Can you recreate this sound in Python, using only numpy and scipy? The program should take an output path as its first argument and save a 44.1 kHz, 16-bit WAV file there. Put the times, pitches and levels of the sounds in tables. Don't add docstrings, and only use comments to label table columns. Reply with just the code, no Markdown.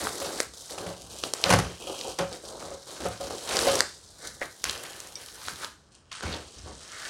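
import sys
import numpy as np
from scipy import signal
from scipy.io import wavfile

SR = 44100
rng = np.random.default_rng(int(sys.argv[2]) if len(sys.argv) > 2 else 0)


def persist_wave(psi):
    counts = np.round(np.clip(psi, -1, 1) * 32767).astype(np.int16)
    wavfile.write(sys.argv[1], SR, np.atleast_2d(counts).T)


N = 312669
TIME = np.arange(N) / SR
CUTOFF_HZ = 16200


def from_db(db):
    return 10 ** (np.asarray(db) / 20)


def rms_one(x):
    return x / np.sqrt(np.mean(x ** 2) + 1e-20)


def in_time(rows):
    times, *columns = np.transpose(rows)
    return [np.interp(TIME, times, column) for column in columns]


def at_hz(points, hz):
    point_hz, values = np.transpose(points)
    return np.interp(np.log(hz), np.log(point_hz), values)


def add(out, s, sound):
    start = max(round(s * SR), 0)
    out[start:start + len(sound)] += sound[:max(N - start, 0)]


def passband(x, low_hz, high_hz):
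    return signal.sosfilt(signal.butter(5, [low_hz, high_hz], "band", fs=SR, output="sos"), x)


def bands(low_hz, high_hz):
    centres = 16000 / 2 ** np.arange(0, 9.6, .5)
    covering = [hz for hz in centres if low_hz / 1.2 < hz < high_hz * 1.2]
    half_width = 2 ** .25
    return [(hz, signal.butter(2, [hz / half_width, hz * half_width], "band", fs=SR, output="sos"))
            for hz in covering]


def coloured(spectrum, excite):
    total = 0
    for hz, sos in bands(spectrum[0][0], spectrum[-1][0]):
        total = total + from_db(at_hz(spectrum, hz)) * signal.sosfilt(sos, excite(hz) + 1e-18)
    return rms_one(total)


def drift(per_s):
    return np.interp(TIME * per_s, np.arange(4096), rng.standard_normal(4096))


def ring(hz, t60, t):
    return np.sin(2 * np.pi * hz * t) * from_db(-60 * t / t60)


def resonance(x, hz, width_hz):
    return signal.lfilter(*signal.iirpeak(hz, hz / width_hz, fs=SR), x)


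def dying(strikes, t60):
    return signal.lfilter([1], [1, -from_db(-60 / (t60 * SR))], strikes + 1e-18)


def jerk(attack_s):
    return np.linspace(0, 1, int(attack_s * SR))


def swell(swell_s, range_db):
    return from_db(np.linspace(-range_db, 0, int(swell_s * SR)))


def stroke(rise, hold_s, release_s):
    fade = np.exp(-TIME[:SR // 2] / release_s)
    return np.concatenate([rise, np.ones(int(hold_s * SR)), fade])


def together(strokes):
    power = np.zeros(N)
    for s, shape, db in strokes:
        add(power, s, (from_db(db) * shape) ** 2)
    return np.sqrt(power)


def buckles(spectrum, per_s, spread_db, clump_db, patchy_db, largest_db):
    burst_starts = rng.exponential(1, N) * (rng.random(N) < 70 / SR)
    bursts = dying(burst_starts, t60=.04)
    sizes_db = spread_db * rng.exponential(1, N) + clump_db * bursts
    clicks = from_db(np.minimum(sizes_db, largest_db)) * (rng.random(N) < per_s / SR)
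    return coloured(spectrum, lambda hz: clicks * rng.standard_normal(N) * from_db(patchy_db * drift(35)))


# (time [s], hold [s], crisp crinkle level [dB], crumpling of folds level [dB],
# hollow rub of the bubbles level [dB])
FILM_TUGS = [(0, 0.065, -41, -37.5, -37.5), (0.116, 0.075, -43.5, -47, -44),
             (.195, 0.049, -41.5, -43.5, -38), (.26, 0.14, -41, -44, -41), (0.532, .14, -47.5, -63, -58),
             (0.689, 0.035, -40.5, -51.5, -43.5), (0.768, 0.07, -46, -53, -39),
             (.853, 0.058, -49, -50, -43.5), (.955, .11, -51.5, -74, -55.5), (1.094, .11, -45, -64, -49),
             (1.224, 0.037, -38.5, -49, -38.5), (1.329, 0.11, -44.5, -48, -47.5),
             (1.432, .11, -36.5, -34, -33.5), (1.597, 0.065, -60, -46.5, -41),
             (1.688, .04, -55, -54, -47.5), (1.795, 0.035, -44, -61, -41.5),
             (1.867, 0.051, -43.5, -59, -42), (1.934, 0.11, -43, -63, -44.5),
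             (2.038, 0.057, -41.5, -57, -38), (2.182, .02, -41.5, -35.5, -32.5),
             (2.309, 0.029, -43.5, -52.5, -41), (2.43, 0.13, -50.5, -66, -44.5),
             (2.588, 0.077, -48, -51.5, -43), (2.702, .03, -51, -56, -46), (2.863, 0.11, -45.5, -53, -47),
             (2.995, 0.055, -42, -43.5, -37), (3.10, 0.033, -48, -45, -50), (3.194, 0.074, -44, -50.5, -43),
             (3.296, 0.036, -42.5, -48, -39.5), (3.344, 0.15, -46, -56, -47.5), (4.406, .02, -44, -45, -41),
             (4.634, 0.053, -40.5, -38, -43), (4.72, .10, -49.5, -48.5, -48.5),
             (4.828, 0.032, -51, -46, -48), (4.89, 0.16, -52.5, -53.5, -53.5),
             (5.155, 0.069, -53, -52, -59), (5.912, 0.028, -58, -72, -77),
             (6.112, 0.052, -45.5, -42.5, -71), (6.216, 0.13, -49, -41, -42), (6.377, 0.036, -60, -54, -54),
             (6.657, 0.027, -58, -61, -42.5)]
# (time [s], swell [s], hold [s], crisp level [dB], folds level [dB],
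# hollow level [dB])
FILM_PULLS = [(3.421, 0.11, 0.26, -32.5, -34.5, -31), (4.164, 0.089, .02, -41, -53, -48),
              (5.339, .15, .02, -42.5, -42, -55), (5.523, .11, 0.016, -43.5, -40.5, -48.5),
              (6.804, 0.3, .04, -39.5, -41.5, -49.5)]
# (time [s], level of its crisp part [dB])
SHEET_RUSTLE = [(0, -38.5), (.5, -60), (1.4, -52), (2.4, -52), (3.4, -52), (4.0, -55), (5.62, -49.5),
                (5.76, -67), (6.09, -71), (6.25, -52), (7.09, -49)]


def handling():
    moves = []
    for s, hold_s, *levels_db in FILM_TUGS:
        moves.append((s, stroke(jerk(attack_s=.01), hold_s, release_s=.029), levels_db))
    for s, swell_s, hold_s, *levels_db in FILM_PULLS:
        moves.append((s, stroke(swell(swell_s, range_db=18.5), hold_s, release_s=.024), levels_db))
    rustle_db, = in_time(SHEET_RUSTLE)
    strengths = []
    for part, share_db in enumerate((0, -13.5, -9)):
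        strokes = together((s, shape, levels_db[part]) for s, shape, levels_db in moves)
        strengths.append(np.hypot(strokes, from_db(rustle_db + share_db)))
    return strengths


# (time [s], level of its lowest band [dB], level of its top treble [dB])
CRINKLE_TILT = [(0, -14, 7.5), (.55, -16, 2.5), (.8, -3.5, 3), (1.9, 7.5, 2), (2.75, -17, -1.5),
                (3.1, -2, 2), (3.7, 1, 4.5), (4.05, -16, -1), (4.55, -18, 5.5), (4.7, 7.5, 7.5),
                (5.65, -6, 6.5), (6.1, 7.5, -30), (6.3, 4, 1), (6.7, -2.5, -13), (7.09, 2.5, 0)]
# (frequency [Hz], relative level [dB])
SKIN_SPECTRUM = [(2200, -7.5), (3800, 3), (5800, 1.5), (7500, 2), (10000, -9), (12000, -17), (16000, -19.5)]
FOLD_SPECTRUM = [(700, -6), (1200, 6), (1700, 4.5), (2500, -2), (3500, 0), (6000, -6.5)]
CELL_SPECTRUM = [(130, -13), (250, -7.5), (400, 2.5), (550, 1.5), (780, -4), (1100, -10), (1500, -13)]


def crinkling(crinkle, crumple, rub, low_hz=2350, middle_hz=3350, treble_hz=9800):
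    low_db, treble_db = in_time(CRINKLE_TILT)
    skin = buckles(SKIN_SPECTRUM, per_s=3600, spread_db=2.4, clump_db=2.8, patchy_db=1.1, largest_db=16)
    low = from_db(low_db) * passband(skin, low_hz, middle_hz)
    middle = passband(skin, middle_hz, treble_hz)
    treble = from_db(treble_db) * passband(skin, treble_hz, CUTOFF_HZ)
    folds = buckles(FOLD_SPECTRUM, per_s=2400, spread_db=1.5, clump_db=4.5, patchy_db=3.0, largest_db=9)
    cells = buckles(CELL_SPECTRUM, per_s=1800, spread_db=1.74, clump_db=2.5, patchy_db=2.0, largest_db=10.5)
    return crinkle * (low + middle + treble) + crumple * folds + rub * passband(cells, 77, 1420)


# (time [s], hold [s], rumble level [dB])
FRAME_SHOVES = [(0, 0.029, -43.5), (.33, .15, -58.5), (0.208, .03, -51), (0.976, 0.085, -52),
                (1.61, .02, -43), (2.59, .04, -53), (2.997, 0.09, -47), (3.205, .04, -46), (3.6, .09, -46),
                (4.237, .1, -54.5), (4.627, 0.052, -48.5), (5.454, 0.033, -45.5), (5.62, .1, -58),
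                (6.226, 0.057, -34.5), (6.32, 0.056, -49), (6.55, 0.17, -49.5), (6.65, 0.022, -46)]
# (frequency [Hz], relative level [dB])
RUMBLE_SPECTRUM = [(25, -40.5), (45, -12.5), (65, 7), (100, -4.5), (170, -8), (260, -5.5), (500, -23.5)]


def rumble(rub, drag_db=-16):
    shoves = together((s, stroke(jerk(attack_s=.022), hold_s, release_s=.037), db)
                      for s, hold_s, db in FRAME_SHOVES)
    judder = buckles(RUMBLE_SPECTRUM, per_s=450, spread_db=2.0, clump_db=2.5, patchy_db=3.0, largest_db=8)
    return np.hypot(shoves, from_db(drag_db) * rub) * judder


# (frequency [Hz], relative level [dB])
AIR_SPECTRUM = [(25, 1), (70, 19.5), (200, 9.5), (600, 2), (1500, 0.5), (3000, -23), (6000, -20),
                (9000, -110), (12000, -53), (16000, -32)]


def still_air(level_db=-60.5):
    return from_db(level_db) * coloured(AIR_SPECTRUM, lambda hz: rng.standard_normal(N))


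# (time [s], pitch of the crack [Hz], crack level [dB],
# lower crack of a wider patch level [dB], hollow pop of the air cell level [dB])
FILM_SNAPS = [(0.0706, 3200, -22, -9, -32), (.161, 5040, -33, -50, -47), (.259, 6000, -25, -45, -48),
              (0.4026, 4900, -3, -7, -11.5), (.4103, 10000, -14, -40, -47), (.4307, 8000, -19, -40, -49),
              (0.537, 5170, -28, -48, -40), (.7838, 3050, -23, -28, -34), (1.0195, 6500, -26, -52, -56),
              (1.187, 5800, -21, -48, -50), (1.415, 6000, -20, -44, -53), (1.2375, 2970, -9, -12, -16.5),
              (1.3366, 5440, -5, -21, -17), (1.4399, 3170, -1, -20, -19), (2.012, 3700, -17, -38, -48),
              (2.188, 4500, -17, -31, -36), (2.328, 4200, -23, -45, -48), (2.4515, 4840, -27, -48, -48),
              (3.086, 9100, -19, -32, -38), (3.3072, 4000, -34, -40, -18.5), (3.569, 4300, -4.5, -14, -19),
              (3.5903, 3980, -5, -11, -21), (3.755, 5760, -7, -18, -24), (3.8058, 4280, 1.5, 0, -23),
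              (4.6412, 5700, -4, -10.5, -38), (4.6963, 3780, -11, -18.5, -28),
              (4.7095, 5500, -21, -34, -48), (4.777, 5000, -21, -32, -42), (4.8362, 8850, -17, -30, -43),
              (5.0028, 6500, -19.5, -32, -47), (5.072, 7500, -25.5, -42, -55),
              (5.286, 2960, -28.5, -35, -55), (5.4839, 3500, -18, -14, -43),
              (5.646, 3530, -16.5, -21.5, -29), (6.117, 2960, -24.5, -34.5, -54),
              (6.1278, 3520, -21.5, -34, -53), (6.208, 3700, -27, -23, -42), (7.052, 3000, -26.5, -33, -38)]


def snaps(pop_hz=520, pop_t60=.0096, crack_cycles=7, wide_ratio=.41, wide_cycles=6.8):
    out, t = np.zeros(N), TIME[:2048]
    cell = ring(pop_hz, pop_t60, t) - from_db(-3) * ring(1180, pop_t60 / 2, t)
    flutter_fade = from_db(-12 - 60 * t / .011)
    for s, hz, crack_db, wide_db, pop_db in FILM_SNAPS:
        around = signal.butter(1, [hz * .82, hz * 1.3], "band", fs=SR, output="sos")
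        flutter = rms_one(signal.sosfilt(around, rng.standard_normal(len(t)))) * flutter_fade
        crack_t60 = crack_cycles / hz
        upper_hz, wide_hz = min(hz * 1.9, CUTOFF_HZ), hz * wide_ratio
        patch = 1.11 * ring(hz, crack_t60, t) - from_db(-4) * ring(upper_hz, crack_t60, t)
        small = signal.butter(2, hz * .5, "high", fs=SR, output="sos")
        crack = signal.sosfilt(small, patch + flutter)
        wide = ring(wide_hz, wide_cycles / wide_hz, t)
        add(out, s, from_db(crack_db) * crack + from_db(wide_db) * wide + from_db(pop_db) * cell)
    return signal.sosfilt(signal.butter(2, [340, 11000], "band", fs=SR, output="sos"), out)


# (frequency [Hz], level [dB], t60 [s])
FRAME_MODES = [(551, 0, .28), (717, -8, .26), (753, -11, .22), (355, -18, .25), (432, -14, .14),
               (468, -15, .18), (517, -14, .22), (870, -21, .2), (1053, -16, .15), (1226, -17, .18),
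               (1264, -16, .22), (1425, -19, .2), (1710, -26, .16), (2120, -27, .18)]
TABLE_MODES = [(64.6, -19, .4), (109.5, -13, .33), (141, -24, .25), (175.9, -8.5, 0.346)]
# (frequency [Hz], relative level [dB])
CLATTER_SPECTRUM = [(100, -0.5), (300, -6.5), (650, 1.5), (1400, -3.5), (2600, -8.5), (5500, -11),
                    (8000, -15.5), (10200, -20.5), (12500, -23), (16000, -39)]
# (time [s], ring level [dB], table boom level [dB], clatter level [dB])
TUBE_KNOCKS = [(.216, -34.5, -50, -34), (.780, -39, -46, -35), (.865, -36, -31.5, -33.5),
               (1.459, -24.5, -25, -28.5), (1.493, -20.5, -32, -20.5), (1.503, -21.5, -40, -14),
               (1.510, -24, -20, -20), (1.525, -42, -10.5, -15.5), (1.536, -41, -26, -13.5),
               (1.587, -51, -47, -19.5), (1.597, -42, -46, -28), (1.870, -35, -57, -62),
               (2.188, -34, -38, -24.5), (2.200, -25, -24.5, -41), (2.625, -44, -44, -41),
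               (2.713, -38, -47, -48), (3.054, -23.5, -30, -32), (3.064, -30.5, -39, -36.5),
               (3.205, -31, -54, -63), (3.308, -51, -43, -49), (3.6685, -17.5, -36, -22.5),
               (6.229, -57, -48, -33.5), (6.263, -56, -39, -37), (6.672, -54, -50, -46)]


def struck(modes, t):
    total = np.zeros(len(t))
    for k, (hz, db, t60) in enumerate(modes):
        total += (-1) ** k * from_db(db + 1.3 * rng.normal()) * ring(hz, t60, t)
    return total


def knocks(clatter_t60=.059, damping=.16, zing_db=4):
    out, blows, t = np.zeros(N), np.zeros(N), TIME[:SR // 2]
    for s, ring_db, boom_db, clatter_db in TUBE_KNOCKS:
        add(out, s, from_db(ring_db) * struck(FRAME_MODES, t) + from_db(boom_db) * struck(TABLE_MODES, t))
        add(blows, s, from_db([clatter_db]))

    def fading_noise(hz):
        return rng.standard_normal(N) * dying(blows, clatter_t60 * (1000 / hz) ** damping)

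    clatter = coloured(CLATTER_SPECTRUM, fading_noise)
    zing = from_db(zing_db) * resonance(clatter, hz=10100, width_hz=450)
    return out + (clatter + zing) * np.std(dying(blows, clatter_t60))


# (time [s], swell [s], hold [s], level [dB])
TUBE_SCRAPES = [(4.18, .07, .02, -46.5), (4.382, 0.042, 0.036, -50.5), (4.64, .04, .05, -52),
                (4.777, 0.04, 0.17, -54.5), (5.14, .04, .3, -59), (5.55, 0.074, .02, -56),
                (6.527, 0.049, 0.15, -62), (6.82, 0.17, .05, -46)]
# (frequency [Hz], width [Hz], level [dB])
TUBE_RESONANCES = [(1190, 110, -4), (1496, 100, 0), (1725, 64, 2.5), (1843, 130, -1.5), (2107, 88, -3),
                   (2280, 84, -9)]


def scrape(grip_db=4.0):
    sliding = together((s, stroke(swell(swell_s, range_db=19), hold_s, release_s=.046), db)
                       for s, swell_s, hold_s, db in TUBE_SCRAPES)
    friction = rng.standard_normal(N) * from_db(grip_db * drift(90))
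    tube = np.zeros(N)
    for k, (hz, width_hz, db) in enumerate(TUBE_RESONANCES):
        tube += (-1) ** k * from_db(db) * resonance(friction, hz, width_hz)
    return sliding * rms_one(tube)


# (time [s], level [dB], pitch [Hz], decay t60 [s])
CLACK_PARTS = [(4.4153, -21.5, 1930, 0.018), (4.417, -23.5, 548, 0.032), (4.4205, -21, 1690, 0.012),
               (4.4248, -22, 2160, 0.015), (4.43, -23, 2000, 0.012)]


def clack():
    out, t = np.zeros(N), TIME[:SR // 4]
    for s, db, hz, t60 in CLACK_PARTS:
        add(out, s, from_db(db) * ring(hz, t60, t))
    return out


# (frequency [Hz], level relative to the tap [dB], t60 [s])
BRIGHT_TAP_MODES = [(2293, -24, .15), (3661, -21, .15), (4660, -3, .01), (5300, -2, 0.011),
                    (5604, -12.5, 0.11), (5879, -5, .03), (8350, -14, .05)]


def bright_tap(tap_s=5.1553, tap_db=-25.5):
    out, t = np.zeros(N), TIME[:SR // 4]
    for k, (hz, db, t60) in enumerate(BRIGHT_TAP_MODES):
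        add(out, tap_s, (-1) ** k * from_db(tap_db + db) * ring(hz, t60, t))
    return out


# (frequency [Hz], t60 [s])
ROOM_DECAY = [(100, 0.37), (500, 0.2073), (2000, 0.32), (6000, 0.51), (14000, 0.25)]
# (frequency [Hz], relative level [dB])
ECHO_SPECTRUM = [(100, 5), (500, 3), (1500, 5), (4000, -2), (8000, -1), (15000, 3)]


def room(x, first_echo_s=.0044, build_s=.0035):
    t = TIME[:SR * 3 // 5]
    onset = 1 - np.exp(-np.maximum(t - first_echo_s, 0) / build_s)

    def fading_noise(hz):
        return rng.standard_normal(len(t)) * onset * from_db(-60 * t / at_hz(ROOM_DECAY, hz))

    echo = coloured(ECHO_SPECTRUM, fading_noise)
    return signal.fftconvolve(x, echo / np.sqrt(len(t)))[:N]


def scene():
    crinkle, crumple, rub = handling()
    film = crinkling(crinkle, crumple, rub) + rumble(rub) + scrape()
    cracks = snaps() + clack() + bright_tap()
    frame = knocks()
    place = 2 * drift(25)
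    film_walls = room(film * np.cos(place)) + room(film * np.sin(place))
    walls = from_db(-8) * film_walls + from_db(-14) * room(cracks) + from_db(-10) * room(frame)
    return (film + cracks + frame + walls + still_air())[None]


def record(dry, knee_hz=11500, top_db=-3):
    body = signal.sosfilt(signal.butter(7, knee_hz, "low", fs=SR, output="sos"), dry)
    top = signal.sosfilt(signal.butter(7, knee_hz, "high", fs=SR, output="sos"), dry)
    heard = body + from_db(top_db) * top
    rounded = 1.1 * np.tanh(heard / 1.1)
    return signal.sosfilt(signal.ellip(9, .1, 80, CUTOFF_HZ, fs=SR, output="sos"), rounded)


dry = scene()
out = record(dry)
persist_wave(out)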